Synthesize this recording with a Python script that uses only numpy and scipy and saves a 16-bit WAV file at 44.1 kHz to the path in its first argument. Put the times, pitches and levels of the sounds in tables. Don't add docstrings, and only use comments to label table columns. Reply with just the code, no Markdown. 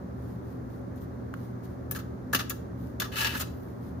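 import sys
import numpy as np
from scipy import signal
from scipy.fft import rfft, irfft
from scipy.io import wavfile
from scipy.ndimage import uniform_filter1d

SR = 44100
rng = np.random.default_rng(int(sys.argv[2]) if len(sys.argv) > 2 else 0)


def digitize_waveform(pressure):
    field = np.atleast_2d(pressure).T
    bounded = np.clip(field, -1, 1)
    quanta = np.round(bounded * 32767).astype(np.int16)
    wavfile.write(sys.argv[1], SR, quanta)


N = 176400
TOP_HZ = 15500


def undb(db):
    return 10 ** (np.asarray(db) / 20)


def unit_rms(x):
    return x / np.sqrt(np.mean(x ** 2, axis=-1, keepdims=True))


def unit_energy(x):
    return unit_rms(x) / np.sqrt(x.shape[-1])


def band(x, lo_hz, hi_hz, order=3):
    return signal.sosfilt(signal.butter(order, [lo_hz, hi_hz], "band", fs=SR, output="sos"), x)


def colour(x, points):
    hz, db = np.array(points, float).T
    bins_hz = np.maximum(np.arange(N + 1) * SR / (2 * N), 1)
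    gain = undb(np.interp(np.log(bins_hz), np.log(hz), db))
    cepstrum = irfft(np.log(gain))
    cepstrum[1:N] *= 2
    cepstrum[N + 1:] = 0
    return irfft(rfft(x, 2 * N) * np.exp(rfft(cepstrum)))[..., :N]


def resonate(x, hz, width_hz):
    return signal.lfilter(*signal.iirpeak(hz, hz / width_hz, fs=SR), x)


def noise():
    return rng.standard_normal((2, N))


def wander(rate_hz):
    lowpass = signal.butter(2, rate_hz, fs=SR, output="sos")
    return unit_rms(signal.sosfilt(lowpass, rng.standard_normal(N + SR))[SR:])


# frequency in Hz, relative level in dB.
RUMBLE_MID_SPECTRUM = [(15, -50), (25, -29), (43, -19.5), (64, -5), (124, -4), (146, -13), (171, -2),
                       (205, -6), (255, -9), (331, -14), (604, -20.5), (1820, -31.5), (3000, -49.5),
                       (3900, -112.5)]
RUMBLE_SIDE_SPECTRUM = [(25, -31), (115, -9), (146, -22), (240, -5), (331, -12), (374, -4.5), (525, -19),
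                        (1080, -16), (3000, -43.5), (6600, -120)]
# frequency in Hz, relative level in dB.
HISS_SPECTRUM = [(2700, 0), (5000, -4), (15500, -2.5)]
# frequency in Hz, level in dB.
HUM_TONES = [(76.5, -48), (119.9, -42.5), (256, -50.5), (382, -58.5), (563.5, -62)]


def background(mid_db=-40.5, side_db=-45.5, hiss_db=-64.5, waver_rad=0.5, waver_db=1.93):
    t = np.arange(N) / SR
    mid, side = noise()
    hum = 0
    for hz, db in HUM_TONES:
        tone = np.sqrt(2) * np.sin(2 * np.pi * hz * t + waver_rad * wander(2.1))
        hum += tone * undb(db + waver_db * wander(13.4))
    mid = hum + undb(mid_db) * unit_rms(colour(mid, RUMBLE_MID_SPECTRUM))
    side = undb(side_db) * unit_rms(colour(side, RUMBLE_SIDE_SPECTRUM))
    lows = signal.sosfilt(signal.butter(4, 2300, fs=SR, output="sos"), [mid + side, mid - side])
    return lows + undb(hiss_db) * unit_rms(colour(noise(), HISS_SPECTRUM))


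def room(x, tail_db=-15, t60_s=0.4, treble_t60_s=0.28):
    t = np.arange(SR) / SR
    low, high = rng.standard_normal((2, 2, SR))
    fade = lambda t60: np.exp(-np.log(1000) * t / t60) * (1 - np.exp(-t / 0.01))
    tail = band(low, 100, 6800) * fade(t60_s) + band(high, 3500, 16500) * fade(treble_t60_s)
    return x + undb(tail_db) * signal.fftconvolve(x, unit_energy(tail), axes=1)[:, :N]


def reflect(x, early_db=9, decay_s=0.0093):
    t = np.arange(SR // 12) / SR
    response = undb(early_db) * unit_energy(rng.standard_normal((2, len(t))) * np.exp(-t / decay_s))
    response[:, 0] += 1
    return signal.fftconvolve(x[None], unit_energy(response), axes=1)[:, :len(x)]


# start in seconds, length in seconds, level in dB.
BRUSH_STROKES = [(0.143, 0.27, -61.5), (0.41, 0.19, -63), (0.65, 0.18, -64), (0.987, 0.08, -59),
                 (1.316, 0.23, -59.5), (1.623, 0.05, -55), (1.648, 0.12, -63.5), (2.748, 0.21, -60.5),
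                 (3.47, 0.4, -64.5), (3.794, 0.15, -60.5)]
# frequency in Hz, relative level in dB.
BRUSH_SPECTRUM = [(1000, -9), (3000, -1.5), (6000, -7), (9000, -2), (13000, 3), (16000, -2.5)]
# start in seconds, length in seconds, level in dB, pitch in Hz.
SKIN_SLIDES = [(1.005, .04, -58, 13300), (2.77, 0.11, -63, 14000), (3.46, 0.23, -65, 14600),
               (3.41, .34, -65, 12700)]


def brushes(whistle_width_hz=600, rough_db=2.5):
    t = np.arange(N) / SR
    swell = lambda start_s, length_s, db: undb(db) * np.sin(np.pi * np.clip((t - start_s) / length_s, 0, 1))
    friction = unit_rms(colour(noise(), BRUSH_SPECTRUM)) * sum(swell(*row) for row in BRUSH_STROKES)
    for start_s, length_s, db, hz in SKIN_SLIDES:
        friction += swell(start_s, length_s, db) * unit_rms(resonate(noise(), hz, whistle_width_hz))
    return friction * unit_rms(undb(rough_db * wander(250)))


def finger_tap(at_s=1.3402, db=-27, hz=1330, width_s=0.00091, ring_s=0.0046):
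    t = np.arange(N) / SR - at_s
    tick = undb(-15.5) * unit_rms(band(noise(), 8000, TOP_HZ, order=2))
    pulse = np.exp(-(t / width_s) ** 2) * (np.cos(2 * np.pi * hz * t) + tick)
    ring = undb(-11.5) * unit_rms(band(noise(), 960, 1920, order=2))
    ring_fade = (t > 0) * np.exp(-np.abs(t) / ring_s)
    return undb(db) * (pulse + ring * ring_fade)


def flex(start_s=2.347, hz=264, db=-31, t60_s=0.19):
    t = np.maximum(np.arange(N) / SR - start_s, 0)
    return undb(db) * np.sin(2 * np.pi * hz * t) * np.exp(-np.log(1000) * t / t60_s)


# start in seconds, level before filtering in dB.
EDGE_SLIPS = [(1.9121, -2), (2.3484, -11), (3.0001, -6)]


def cracks(decay_s=0.00046, low_hz=11600):
    t = np.arange(N) / SR
    spikes = sum(undb(db) * (t >= at_s) * np.exp(-np.abs(t - at_s) / decay_s) for at_s, db in EDGE_SLIPS)
    return band(spikes * rng.choice([-1, 1], (2, N)), low_hz, TOP_HZ, order=2)


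# frequency in Hz, gain in dB, T60 in seconds.
TILE_MODES = [(899, 6.5, 0.082), (1192, -1.5, 0.039), (1319, 5, 0.037), (1422, -2, 0.058),
              (1530, 0.5, 0.032), (1677.5, 9.5, 0.052), (2684, 1.5, 0.019), (2906, 1, 0.017),
              (3470, -5, 0.01), (3950, -8, 0.014), (6770, -1.5, 0.016), (11900, -10, .012),
              (14900, -3, .012)]


def tile(force, favoured_hz, favour_db=12.5, favour_octaves=0.11):
    out = force
    for hz, db, t60_s in TILE_MODES:
        width_hz = np.log(1000) / (np.pi * t60_s)
        boost_db = favour_db * np.exp(-(np.log2(hz / favoured_hz) / favour_octaves) ** 2)
        out = out + undb(db + boost_db) * resonate(force, hz, width_hz)
    return out


# time in seconds, rattle level in dB, treble level in dB.
DRAG_LEVELS = [(3.118, -47, -57), (3.155, -36, -44.5), (3.178, -31, -33), (3.22, -25, -29),
               (3.255, -26, -33.5), (3.29, -33.5, -38.5), (3.325, -37.5, -45.5), (3.365, -35, -40),
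               (3.39, -48, -41), (3.42, -57, -31), (3.44, -65, -65)]
# frequency in Hz, relative level in dB.
GRIT_SPECTRUM = [(200, -24), (600, -13), (900, -4), (1200, -4), (1750, 4), (2850, -4), (4500, -7),
                 (7000, -22), (10000, -35)]


def drag(points=5, clicks_per_s=650, spread_db=2.5, catch_db=1, catch_hz=82):
    t = np.arange(N) / SR
    times_s, rattle_db, treble_db = np.array(DRAG_LEVELS).T
    envelope = lambda db: undb(np.interp(t, times_s, db, left=-120, right=-120))
    clicks = 0
    for _ in range(points):
        size = undb(spread_db * np.minimum(rng.exponential(size=N), 4))
        hits = rng.random(N) < clicks_per_s / points / SR
        clicks += reflect(hits * size * rng.choice([-1, 1], N))
    clicks *= undb(catch_db * wander(catch_hz))
    rattle = unit_rms(tile(colour(clicks, GRIT_SPECTRUM), favoured_hz=2784))
    treble = unit_rms(band(clicks, 7200, TOP_HZ))
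    return rattle * envelope(rattle_db) + treble * envelope(treble_db)


def chatter(t, decay_s, rise_s=0.00096):
    burst = rng.standard_normal(len(t)) * (1 - np.exp(-t / rise_s)) * np.exp(-t / decay_s)
    spectrum = rfft(reflect(burst), 2 * len(t))
    smooth_power = uniform_filter1d(uniform_filter1d(np.abs(spectrum) ** 2, size=160), size=160)
    return irfft(spectrum / np.sqrt(smooth_power))[:, :len(t)]


KNOCK_BANDS_HZ = [1170, 1780, 6900]
# start in seconds, body level in dB, clack level in dB, snap level in dB,
# chatter decay in seconds, favoured pitch in Hz.
EDGE_CONTACTS = [(0.957, -69, -68, -55, .004, 12000), (0.975, -67, -63.5, -62, 0.0038, 6750),
                 (1.9097, -39, -42, -29.5, 0.007, 3950), (1.948, -37, -42, -42, 0.0017, 1650),
                 (1.958, -34, -41.5, -36.5, 0.0065, 1350), (1.987, -43.5, -47.5, -47, 0.0036, 1665),
                 (1.997, -41.5, -51.5, -54, 0.0017, 1350), (2.3289, -24, -37, -32, 0.0014, 1420),
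                 (2.3326, -21.5, -30, -26.5, 0.00079, 1665), (2.3463, -20.5, -21.5, -21.5, 0.0016, 2880),
                 (2.357, -35, -29, -37, 0.0038, 1665), (2.389, -29, -31, -35, 0.0062, 1420),
                 (2.403, -30.5, -34.5, -38, 0.002, 2880), (2.496, -61, -41, -26.5, 0.0012, 6750),
                 (2.502, -31.5, -36, -36.5, 0.0034, 1380), (2.9989, -30, -29.5, -27, 0.0023, 3480),
                 (3.0163, -25.5, -32, -35, 0.0052, 1540), (3.038, -32.5, -39.5, -44, 0.013, 1170),
                 (3.127, -44, -56, -53, 0.004, 1350), (3.165, -34.5, -35, -40, 0.0018, 2900),
                 (3.2123, -29.5, -28.5, -38, 0.0026, 2880), (3.244, -25, -24.5, -41, 0.0041, 1680),
                 (3.267, -31, -29.5, -45, 0.0017, 2880), (3.3376, -36, -43, -45, .0015, 2880),
                 (3.3512, -27, -38, -40, 0.0044, 1665), (3.376, -46, -39.5, -36, 0.0014, 2880),
                 (3.396, -32, -35.5, -29.5, 0.0076, 1350), (3.407, -30.5, -31.5, -35.5, 0.0089, 1350)]


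def knocks(thud_db=-9.5, clack_rolloff_hz=5470, brittle_hz=9600, snap_foot_db=-12):
    t = np.arange(SR // 5) / SR
    out = np.zeros((2, N + len(t)))
    body_hz, clack_hz, snap_hz = KNOCK_BANDS_HZ
    for start_s, body_db, clack_db, snap_db, decay_s, favoured_hz in EDGE_CONTACTS:
        ring = tile(chatter(t, decay_s), favoured_hz)
        thud = undb(thud_db) * unit_energy(band(ring, 220, body_hz))
        body = unit_energy(band(ring, body_hz, clack_hz)) + thud
        clack = unit_energy(band(band(ring, clack_hz, snap_hz), 550, clack_rolloff_hz, order=1))
        snap_foot = undb(snap_foot_db) * band(ring, snap_hz, TOP_HZ, order=2)
        snap = unit_energy(snap_foot + band(ring, brittle_hz, TOP_HZ, order=2))
        knock = undb(body_db) * body + undb(clack_db) * clack + undb(snap_db) * snap
        i = int(start_s * SR)
        out[:, i:i + len(t)] += knock * np.sqrt(SR / 100)
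    return out[:, :N]


def scene():
    return room(knocks() + cracks() + flex() + drag() + brushes() + finger_tap()) + background()


# frequency in Hz, left gain in dB, right gain in dB.
PORT_RESPONSE = [(140, -1, -1), (276, 1.5, 1), (568, -2.5, 2.5), (974, -3.5, -4), (1150, -2.5, -2.5),
                 (1720, -2.5, -3.5), (2900, -1, -6.5), (4230, 2, 0.5), (6730, -4.5, 2.5),
                 (7660, -5.5, -13.5), (11600, -2, -14.5), (15500, -0.5, -7.5)]


def record(dry):
    ports = np.array(PORT_RESPONSE)
    heard = np.array([colour(dry[c], ports[:, [0, c + 1]]) for c in range(2)])
    return signal.sosfilt(signal.ellip(10, .2, 80, TOP_HZ, fs=SR, output="sos"), heard)


dry = scene()
out = record(dry)
digitize_waveform(out)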